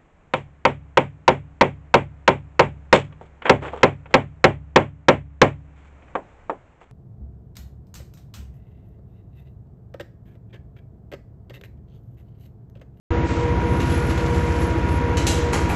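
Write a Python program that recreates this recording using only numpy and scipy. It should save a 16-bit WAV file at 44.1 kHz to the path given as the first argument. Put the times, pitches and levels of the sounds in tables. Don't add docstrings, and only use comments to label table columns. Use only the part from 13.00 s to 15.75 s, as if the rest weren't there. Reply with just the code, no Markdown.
import sys
import numpy as np
from scipy import signal
from scipy.fft import rfft, irfft
from scipy.io import wavfile
from scipy.ndimage import uniform_filter1d

SR = 44100
rng = np.random.default_rng(int(sys.argv[2]) if len(sys.argv) > 2 else 0)


def store_pcm(level_fs):
    pcm = np.round(np.clip(level_fs, -1, 1) * 32767).astype(np.int16)
    wavfile.write(sys.argv[1], SR, np.atleast_2d(pcm).T)


N = 121275


def undb(db):
    return 10 ** (np.asarray(db) / 20)


def unit(x):
    return x / np.sqrt(np.mean(x ** 2))


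def clock():
    return np.arange(N) / SR


def fade(t60):
    return np.exp(-np.log(1000) * clock() / t60)


def colour(x, points, tilt_db=0):
    hz, db = np.array(points, float).T
    octave = np.log2(np.maximum(np.fft.rfftfreq(2 * N, 1 / SR), 1))
    db = db + tilt_db * (np.log2(hz) - np.median(np.log2(hz)))
    return irfft(rfft(x, 2 * N) * undb(np.interp(octave, np.log2(hz), db)))[:N]


def drift(rate_hz):
    hold = int(SR / rate_hz)
    steps = np.repeat(rng.standard_normal(N // hold + 2), hold)
    return unit(uniform_filter1d(steps[rng.integers(hold):][:N], hold))


def tone(hz, db, waver=.34):
    wander = 1 + waver * (drift(rate_hz=4.76) + 1j * drift(rate_hz=4.76)) / np.sqrt(2)
    carrier = np.exp(2j * np.pi * (hz * clock() + rng.random()))
    return np.sqrt(2) * undb(db) * np.real(wander * carrier)


# multiple of the stroke rate, relative level in dB.
STROKE_HARMONICS = [(3, -22), (4, -1), (5, 0), (6, -.6), (7, -9), (8, -7), (9, -11), (10, -9)]
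# multiple of the stroke rate, level in dB.
PANEL_HARMONICS = [(12, -35), (17, -40), (18, -44.5), (20, -47), (22, -33), (23, -43.5), (25, -71)]
def machine(stroke_hz=15.03, centre_hz=87.5, rise_hz_per_s=2400):
    t, strokes = clock() - .117, 0
    for k, db in STROKE_HARMONICS:
        hz = k * stroke_hz
        lag = np.pi * (hz - centre_hz) ** 2 / rise_hz_per_s
        strokes += undb(db) * np.sqrt(2) * np.cos(2 * np.pi * hz * t - lag)
    panels = sum(tone(k * stroke_hz, db) for k, db in PANEL_HARMONICS)
    return undb(-27.5) * strokes * (1 + .1 * drift(stroke_hz)) + panels


# frequency in Hz, relative spectral density in dB.
AIR_SPECTRUM = [(20, -11), (33, -27), (42, -8.5), (85, 1.5), (140, -1), (205, -6), (290, -3), (400, -7.5),
                (490, -6), (620, -14), (1000, -14), (1250, -17.5), (1600, -17.5), (2300, -21),
                (3300, -30.5), (4800, -40.5), (7000, -41.5), (8200, -83.5), (9200, -80), (13000, -73.5)]
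# time in seconds, level in dB.
BLADE_SWELL = [(.15, -27.5), (.28, -41), (.41, -28), (.52, -26.5), (.58, -42), (.66, -29), (.75, -30),
               (.87, -42), (1.0, -30), (1.15, -35), (1.32, -26), (1.5, -33), (1.66, -32.5), (1.77, -43),
               (1.95, -41), (2.02, -31.5), (2.15, -29.5), (2.25, -46), (2.38, -30.5), (2.49, -26.5),
               (2.56, -37), (2.74, -41)]
# multiple of the blade rate, level in dB, modulation depth from 0 to 1.
BLADE_HARMONICS = [(2, -35.5, .4), (3, -46.7, .6), (4, -54, .6)]
# frequency in Hz, level in dB.
FAINT_WHINES = [(691.5, -52), (991, -52), (1066, -52), (1382.6, -49.5), (2104, -55.5), (2404, -57)]
def fans(blade_hz=477.3):
    air = undb(-24.5) * unit(colour(rng.standard_normal(N), AIR_SPECTRUM))
    fundamental = tone(blade_hz, np.interp(clock(), *np.array(BLADE_SWELL).T), waver=.2)
    overtones = sum(tone(k * blade_hz, db, waver) for k, db, waver in BLADE_HARMONICS)
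    return air + fundamental + overtones + sum(tone(hz, db) for hz, db in FAINT_WHINES)


def rub(spectrum, grain_db=1.8):
    grains = rng.standard_normal(N) * undb(grain_db * drift(rate_hz=160))
    return unit(colour(grains, spectrum))


# frequency in Hz, relative spectral density in dB.
CLOTH_SPECTRUM = [(300, -19), (1500, 9), (3500, 2), (5000, 0.5), (7700, -1), (8800, -15.5), (11000, -50),
                  (13000, -39.5)]
HISS_SPECTRUM = [(3000, -23), (8800, -10), (10000, 9.5), (11300, 9.5), (12200, -8), (13200, -25)]
# time in seconds, level in dB.
RUSTLE_LEVELS = [(.2, -77), (.25, -54), (.285, -40), (.39, -44.5), (.45, -47.5), (.55, -56.5), (.72, -47.5),
                 (.93, -42), (1.04, -45), (1.2, -43), (1.42, -43.5), (1.55, -43), (1.63, -42), (1.8, -50.5),
                 (1.93, -46), (2.03, -53.5), (2.75, -42.5)]
# centre in seconds, half width in seconds, peak level in dB.
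HISS_SWELLS = [(0.51, 0.074, -65.5), (0.755, 0.12, -56), (0.945, 0.089, -49.5), (1.09, 0.046, -53),
               (1.394, 0.26, -56), (1.636, 0.064, -53), (1.805, .08, -65), (1.934, 0.047, -52),
               (2.087, 0.13, -63.5)]
def suit():
    t = clock()
    rustle = undb(np.interp(t, *np.array(RUSTLE_LEVELS).T))
    swells = sum(undb(db) * np.exp(-((t - at) / half) ** 2) for at, half, db in HISS_SWELLS)
    return rub(CLOTH_SPECTRUM) * rustle + rub(HISS_SPECTRUM) * swells


# frequency in Hz, relative spectral density in dB.
GLOVE_SPECTRUM = [(400, -10), (1500, 6), (3000, 3.5), (4300, -1.5), (5200, -7), (7500, -5.5), (9000, -24),
                  (11500, -9.5), (13000, -36)]
# start in seconds, level in dB, 60 dB decay time in seconds.
GLOVE_SCUFFS = [(.799, -34.5, 0.33), (.826, -39, 0.1), (.897, -38.5, 0.49), (.925, -47, .3),
                (.94, -48, 0.092), (1.093, -33.5, 0.23), (1.174, -34.5, 0.26), (1.26, -42, 0.12),
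                (1.342, -40, 0.23), (1.615, -35, .12)]
def glove(attack_s=.004):
    t = clock()
    rise = np.minimum(t / attack_s, 1)
    scuffs = sum(undb(db) * np.interp(t - at, t, rise * fade(t60), left=0) for at, db, t60 in GLOVE_SCUFFS)
    return rub(GLOVE_SPECTRUM) * scuffs


def impact(x):
    return x * np.sqrt(SR / 100 / np.sum(x ** 2))


def ring(modes, t60):
    detune = 1 + .012 * rng.standard_normal(len(modes))
    partials = sum(undb(db) * np.sin(2 * np.pi * hz * off * clock()) for (hz, db), off in zip(modes, detune))
    return impact(fade(t60) * partials)


# frequency in Hz, relative level in dB.
RATCHET_MODES = [(2800, 1), (3144, 1), (3408, -6), (3870, -1), (4060, -5), (4520, -6), (5066, -7),
                 (6170, -3), (6900, -5), (7320, -1), (7580, -3), (8328, -6), (10800, -8)]
PAWL_MODES = [(2218, 0), (3004, 0), (3830, 0), (4070, 0), (4330, -3), (6230, -1), (6490, 0), (6896, -3),
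              (7170, -5)]
LATCH_MODES = [(2270, 0), (2400, 0), (2530, -3), (2650, -6)]
DOOR_MODES = [(829, 0), (885, -4), (945, -3), (1728, -10), (1960, -10), (2353, -9), (2790, -10),
              (3700, -14), (3900, -14)]
# frequency in Hz, relative spectral density in dB.
CRACK_SPECTRUM = [(400, 12.5), (1200, 3), (2200, 9.5), (3200, 10), (4800, 5.5), (6400, 8.5), (7600, 8),
                  (8300, 1), (9100, -12), (10500, 0), (11900, -6.5), (12600, -36), (14000, -31)]
THUD_SPECTRUM = [(50, 6), (120, -3), (330, 6), (620, -1.5), (830, 3), (1100, -2.5), (1500, -3.5),
                 (2200, -9.5), (4000, -74)]
# delay in seconds, relative level in dB.
REBOUNDS = [(0, 0), (.003, -3), (.010, -7)]
# start in seconds, crack and thud levels in dB, crack tilt in dB per
# octave, then ring levels of ratchet, pawl, latch and door in dB.
CONTACTS = [(2.171, -29.5, -53, -0.5, -52, -33, -50, -55), (2.188, -49, -50, -3, -56, -40, -44, -58),
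            (2.268, -22.5, -26.5, 4, -27.5, -58, -34.5, -36), (2.283, -30, -36, -6, -36, -51, -45, -48),
            (2.528, -39, -27, 3, -51, -52, -44, -40), (2.533, -29, -24.5, 2, -40, -45, -35.5, -28),
            (2.693, -41.5, -34, 22, -64, -60, -60, -48), (2.699, -28, -30.5, -6, -56, -52, -34, -38)]
def handle():
    out, t = np.zeros(N), clock()
    parts = [(RATCHET_MODES, .025), (PAWL_MODES, .025), (LATCH_MODES, .05), (DOOR_MODES, .06)]
    chatter = sum(undb(db) * np.interp(t - delay, t, fade(t60=.05), left=0) for delay, db in REBOUNDS)
    for at, crack_db, thud_db, tilt_db, *rings_db in CONTACTS:
        crack = impact(colour(rng.standard_normal(N), CRACK_SPECTRUM, tilt_db) * chatter)
        thud = impact(colour(rng.standard_normal(N), THUD_SPECTRUM) * fade(t60=.11))
        ringing = sum(undb(db) * ring(*part) for db, part in zip(rings_db, parts))
        clack = undb(crack_db) * crack + ringing + undb(thud_db) * thud
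        start = int(at * SR)
        out[start:] += clack[:N - start]
    return out


def room(x, split_hz=4500, delay_s=.005, tail_db=2):
    low = signal.sosfilt(signal.butter(2, split_hz, fs=SR, output="sos"), rng.standard_normal(N))
    high = signal.sosfilt(signal.butter(2, split_hz, "high", fs=SR, output="sos"), rng.standard_normal(N))
    tail = (low * fade(t60=.64) + high * fade(t60=.43)) * (clock() > delay_s)
    return x + undb(tail_db) * signal.fftconvolve(x, tail / np.sqrt(np.sum(tail ** 2)))[:N]


def scene(dip_s=.282, dip_width_s=.009, dip_db=-9):
    dip = undb(dip_db * np.exp(-((clock() - dip_s) / dip_width_s) ** 2))
    return (room(handle()) + glove() + suit() + dip * (fans() + machine()))[None]


def record(dry, start_s=.105, top_hz=13300):
    gate = np.clip((clock() - start_s) / .002, 0, 1)
    return signal.sosfilt(signal.ellip(8, .2, 70, top_hz, fs=SR, output="sos"), dry * gate)


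dry = scene()
out = record(dry)
store_pcm(out)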